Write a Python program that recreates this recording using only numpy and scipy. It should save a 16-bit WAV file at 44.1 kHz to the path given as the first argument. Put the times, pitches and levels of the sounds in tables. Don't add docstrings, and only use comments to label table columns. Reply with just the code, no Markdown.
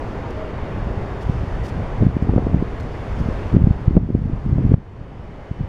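import sys
import numpy as np
from scipy import signal
from scipy.fft import rfft, irfft, next_fast_len
from scipy.io import wavfile
from scipy.ndimage import uniform_filter1d, minimum_filter1d, map_coordinates

SR = 44100
rng = np.random.default_rng(int(sys.argv[2]) if len(sys.argv) > 2 else 0)


def file_out(sig):
    cols = np.atleast_2d(sig).T
    lim = np.clip(cols, -1, 1)
    pcm = np.round(lim * 32767).astype(np.int16)
    wavfile.write(sys.argv[1], SR, pcm)


N = 250488
TIME = np.arange(N) / SR


def amp(db):
    return 10 ** (np.asarray(db) / 20)


def unit(x):
    return x / np.sqrt(np.mean(x ** 2) + 1e-20)


def curve(rows):
    return np.interp(TIME, *np.transpose(rows))


def wobble(rate):
    return map_coordinates(rng.standard_normal(int(N * rate / SR) + 4), [TIME * rate])


def filtered(x, response):
    size = next_fast_len(N + SR // 2)
    return irfft(rfft(x, size) * response(np.fft.rfftfreq(size, 1 / SR)), size)[:N]


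def coloured(x, spectrum):
    hz, db = np.transpose(spectrum)
    return unit(filtered(x, lambda f: amp(np.interp(np.log(f + 1), np.log(hz), db))))


def patchy_noise(patchy_db):
    cells = signal.stft(rng.standard_normal(N), nperseg=1024)[2]
    patches = uniform_filter1d(rng.standard_normal(cells.shape), size=7, axis=0)
    patches = uniform_filter1d(patches, size=10, axis=1)
    return signal.istft(cells * amp(patchy_db * unit(patches)), nperseg=1024)[1][:N]


def arch(start, length):
    return np.sin(np.pi * np.clip((TIME - start) / length, 0, 1))


def tone(hz, drift):
    return np.sqrt(2) * np.sin(2 * np.pi * np.cumsum(hz * (1 + drift * wobble(20))) / SR)


# t/s, level/dB
FAN_LEVEL = [(0, -29.5), (.6, -29), (1.3, -30), (2, -30), (2.7, -30.5), (3.4, -29), (4.1, -30.5),
             (4.9, -32), (5.68, -33)]
# f/Hz, relative level/dB
FAN_SPECTRUM = [(25, -1), (55, 2.5), (120, -7.5), (200, -7), (430, -6), (700, -10), (1050, -14),
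                (1400, -19), (1950, -22), (3000, -31.5), (4500, -40), (6500, -49), (10000, -61),
                (15500, -74)]
# f/Hz, level/dB
FAN_TONES = [(283, -52), (409, -49), (2056, -65)]
def fans(sway_db=-0.07, fade_db=-0.2):
    air = coloured(patchy_noise(patchy_db=0.87), FAN_SPECTRUM)
    air *= amp(curve(FAN_LEVEL) + sway_db * wobble(6))
    blades = sum(amp(db + fade_db * wobble(1)) * tone(hz, drift=0.004) for hz, db in FAN_TONES)
    return air + blades


# t/s, level/dB
LEAF_LEVEL = [(0, -55.5), (.6, -60.5), (1.3, -54), (2.1, -56.5), (2.6, -57.5), (3.3, -52), (4, -55.5),
              (4.6, -55.5), (5.68, -60)]
# f/Hz, relative level/dB
LEAF_SPECTRUM = [(500, -9), (2000, 5.5), (4500, -2.5), (6500, -7.5), (10000, -18), (15500, -29.5)]
def trees(stir_db=0.5):
    hiss = coloured(patchy_noise(patchy_db=1.0), LEAF_SPECTRUM)
    return hiss * amp(curve(LEAF_LEVEL) + stir_db * wobble(8.5))


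# t/s, level/dB
BREEZE = [(0, -25.5), (.5, -29), (.87, -22.5), (1.15, -26), (2.7, -23.5), (2.97, -27.5), (3.45, -21),
          (4.4, -23.5), (5.5, -33)]
# t/s, length/s, level/dB, nominal eddy f/Hz
GUSTS = [(1.77, .04, -24, 49.6), (1.993, 0.067, -13, 135), (2.23, 0.2, -19.5, 267), (2.46, .14, -22.5, 219),
         (3.19, .11, -22.5, 150), (3.535, 0.165, -15, 170), (3.88, 0.135, -13.5, 150),
         (4.019, .35, -14.5, 155.8), (4.457, 0.34, -14.5, 167), (4.931, .38, -28, 106),
         (5.599, 0.036, -18.5, 145)]
def wind_level(attack_s=0.023, release_s=0.028):
    power = amp(curve(BREEZE)) ** 2
    for start, length, db, _ in GUSTS:
        rise = np.clip((TIME - start) / attack_s + 1, 0, 1)
        fall = np.exp(-np.maximum(TIME - start - length, 0) / release_s)
        power += (amp(db) * rise * fall) ** 2
    return 10 * np.log10(power)


# f/Hz, relative level/dB
RUMBLE_SPECTRUM = [(10, -14), (25, -1), (45, 3.5), (85, 0.5), (130, -2), (200, -18), (350, -31.5),
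                   (700, -41.5), (1500, -63.5), (4000, -93.5)]
# f/Hz, relative level/dB
FLUTTER_SPECTRUM = [(40, -8.5), (100, -4), (170, -2.5), (260, -6.5), (370, -17), (600, -31), (1200, -57.5),
                    (4000, -95)]
def turbulence(rumble_db=-2, flutter_db=-6, strong_gust_db=-13, growth=1.415, lump_db=1.5, puff_db=1.65):
    level_db = wind_level()
    rumble = amp(level_db + rumble_db) * coloured(rng.standard_normal(N), RUMBLE_SPECTRUM)
    steeper_db = strong_gust_db + growth * (level_db - strong_gust_db)
    flutter = amp(steeper_db + flutter_db) * coloured(rng.standard_normal(N), FLUTTER_SPECTRUM)
    unevenness = unit(amp(lump_db * wobble(45) + puff_db * wobble(12)))
    return unevenness * (rumble + flutter)


# t/s, level/dB
WHINE_LEVEL = [(0, -81), (2.5, -68), (4.6, -69.5), (5.3, -61.5), (5.68, -62)]
def whine(hz=2989):
    return amp(curve(WHINE_LEVEL)) * tone(hz, drift=0.00018)


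# t/s, length/s, f/Hz, level/dB
FAR_TONES = [(0.206, 0.1, 930, -40), (0.316, 0.19, 621, -34.5)]
def far_tones():
    return sum(amp(db) * arch(s, length) * tone(hz, drift=0.012) for s, length, hz, db in FAR_TONES)


# t/s, length/s, level/dB
RUSTLES = [(0.301, 0.013, -53.5), (1.202, 0.042, -53), (1.631, 0.05, -48.5), (1.676, 0.029, -48.5),
           (2.218, 0.021, -57.5), (2.8007, 0.0013, -40), (2.8073, 0.0017, -41), (2.829, 0.0095, -54),
           (3.182, 0.035, -53.5)]
# f/Hz, relative level/dB
CASING_SPECTRUM = [(800, -21), (3000, 2), (5300, 3), (7500, -5), (11000, -11), (15500, -22)]
def handling(grain_db=2):
    strokes = sum(amp(db) * arch(s, length) for s, length, db in RUSTLES)
    friction = rng.standard_normal(N) * amp(grain_db * wobble(600))
    return strokes * coloured(friction, CASING_SPECTRUM)


# f/Hz, relative level/dB
RASP_SPECTRUM = [(150, -19), (400, 7.5), (650, 4), (1000, -12.5), (1450, -19), (1900, -43.5), (4000, -82.5)]
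def eddies(rows, width, order, rasp_s=0.0047, rasp_trim_db=-1.0):
    whirls = coloured(rng.standard_normal(N), RASP_SPECTRUM)
    pressure = np.zeros(N)
    for (s, db, hz, rasp_db), phase in zip(rows, rng.uniform(0, 2 * np.pi, len(rows))):
        near = np.abs(TIME - s) < 0.05
        t = TIME[near] - s
        swing = np.real(np.exp(1j * phase) / (1 - 1j * t * hz / width) ** order)
        rasp = whirls[near] * np.exp(-(t / rasp_s) ** 2)
        pressure[near] += amp(db) * swing / np.abs(swing).max() + amp(rasp_db + rasp_trim_db) * rasp
    return pressure


# t/s, peak level/dB, nominal f/Hz, rasp level/dB before trim
THUMPS = [(.873, -13.5, 138, -48), (1.298, -6, 119, -34), (1.437, -10, 97, -44), (2.025, -4, 233, -25),
          (2.068, 3.5, 151, -38), (2.168, -4, 210, -33), (2.226, -5, 149, -32), (2.295, -3.5, 163, -17),
          (2.337, -5.5, 220, -22), (2.364, .5, 201, -19), (2.382, -2.5, 229, -15.5),
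          (2.469, -5, 222, -22.5), (2.546, -1, 152, -26), (2.626, -5.5, 213, -38), (3.214, -7, 119, -42),
          (3.289, -8, 174, -37), (3.549, -2, 199, -36.5), (3.568, 7, 163, -25), (3.643, 2.5, 89.7, -44),
          (3.673, 1, 158, -26), (3.71, 1, 109.8, -46), (3.882, 6, 105, -40), (3.969, 9.5, 218, -27.5),
          (3.976, 10, 120, -7.5), (4.104, .5, 219.6, -32), (4.151, 5.5, 170, -15.5), (4.529, 0, 115, -46),
          (4.584, -1.5, 166.1, -22.5), (4.652, 1.5, 131, -41), (4.719, 1, 170, -23),
          (4.743, 14, 125, -23.5), (5.014, -11.5, 89, -52), (5.515, -8, 120, -47)]
def thumps():
    return eddies(THUMPS, width=0.42, order=3)


def small_eddies(per_s=36, over_gust_db=7, scatter_db=4.5, scatter_octaves=0.5, max_per_gust=40,
                 rasp_db=-35, rasp_ref_hz=161, rasp_db_per_octave=20):
    rows = []
    for start, length, gust_db, gust_hz in GUSTS:
        delay, strength, quickness = rng.uniform(-1, 1, (max_per_gust, 3)).T
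        s = start + (np.arange(max_per_gust) + (1 + delay) / 2) / per_s
        db = gust_db + over_gust_db + scatter_db * strength
        hz = gust_hz * 2 ** (scatter_octaves * quickness)
        whirl_db = db + rasp_db + rasp_db_per_octave * np.log2(hz / rasp_ref_hz)
        rows += list(np.column_stack([s, db, hz, whirl_db])[s < start + length])
    return eddies(rows, width=0.81, order=6)


def limiter(x, release_s=0.7):
    excess_db = np.maximum(20 * np.log10(np.abs(x) + 1e-9), 0)
    peak_db = -minimum_filter1d(-excess_db, size=5)
    recovery = np.exp(-TIME / release_s)
    duck_db = np.maximum.accumulate(peak_db / recovery) * recovery
    return x * amp(-uniform_filter1d(duck_db, size=5))


def scene():
    yard = fans() + trees() + far_tones()
    camera = handling() + whine()
    wind = turbulence() + thumps() + small_eddies()
    return (yard + camera + wind)[None]


def record(dry):
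    notches_hz, half_width_hz, top_hz = (3955, 7910), 45, 15720

    def notches(f):
        return np.prod([1 - 1 / (1 + ((f - hz) / half_width_hz) ** 2) for hz in notches_hz], axis=0)

    limited = limiter(filtered(dry[0], notches))
    return filtered(limited, lambda f: f < top_hz)[None]


dry = scene()
out = record(dry)
file_out(out)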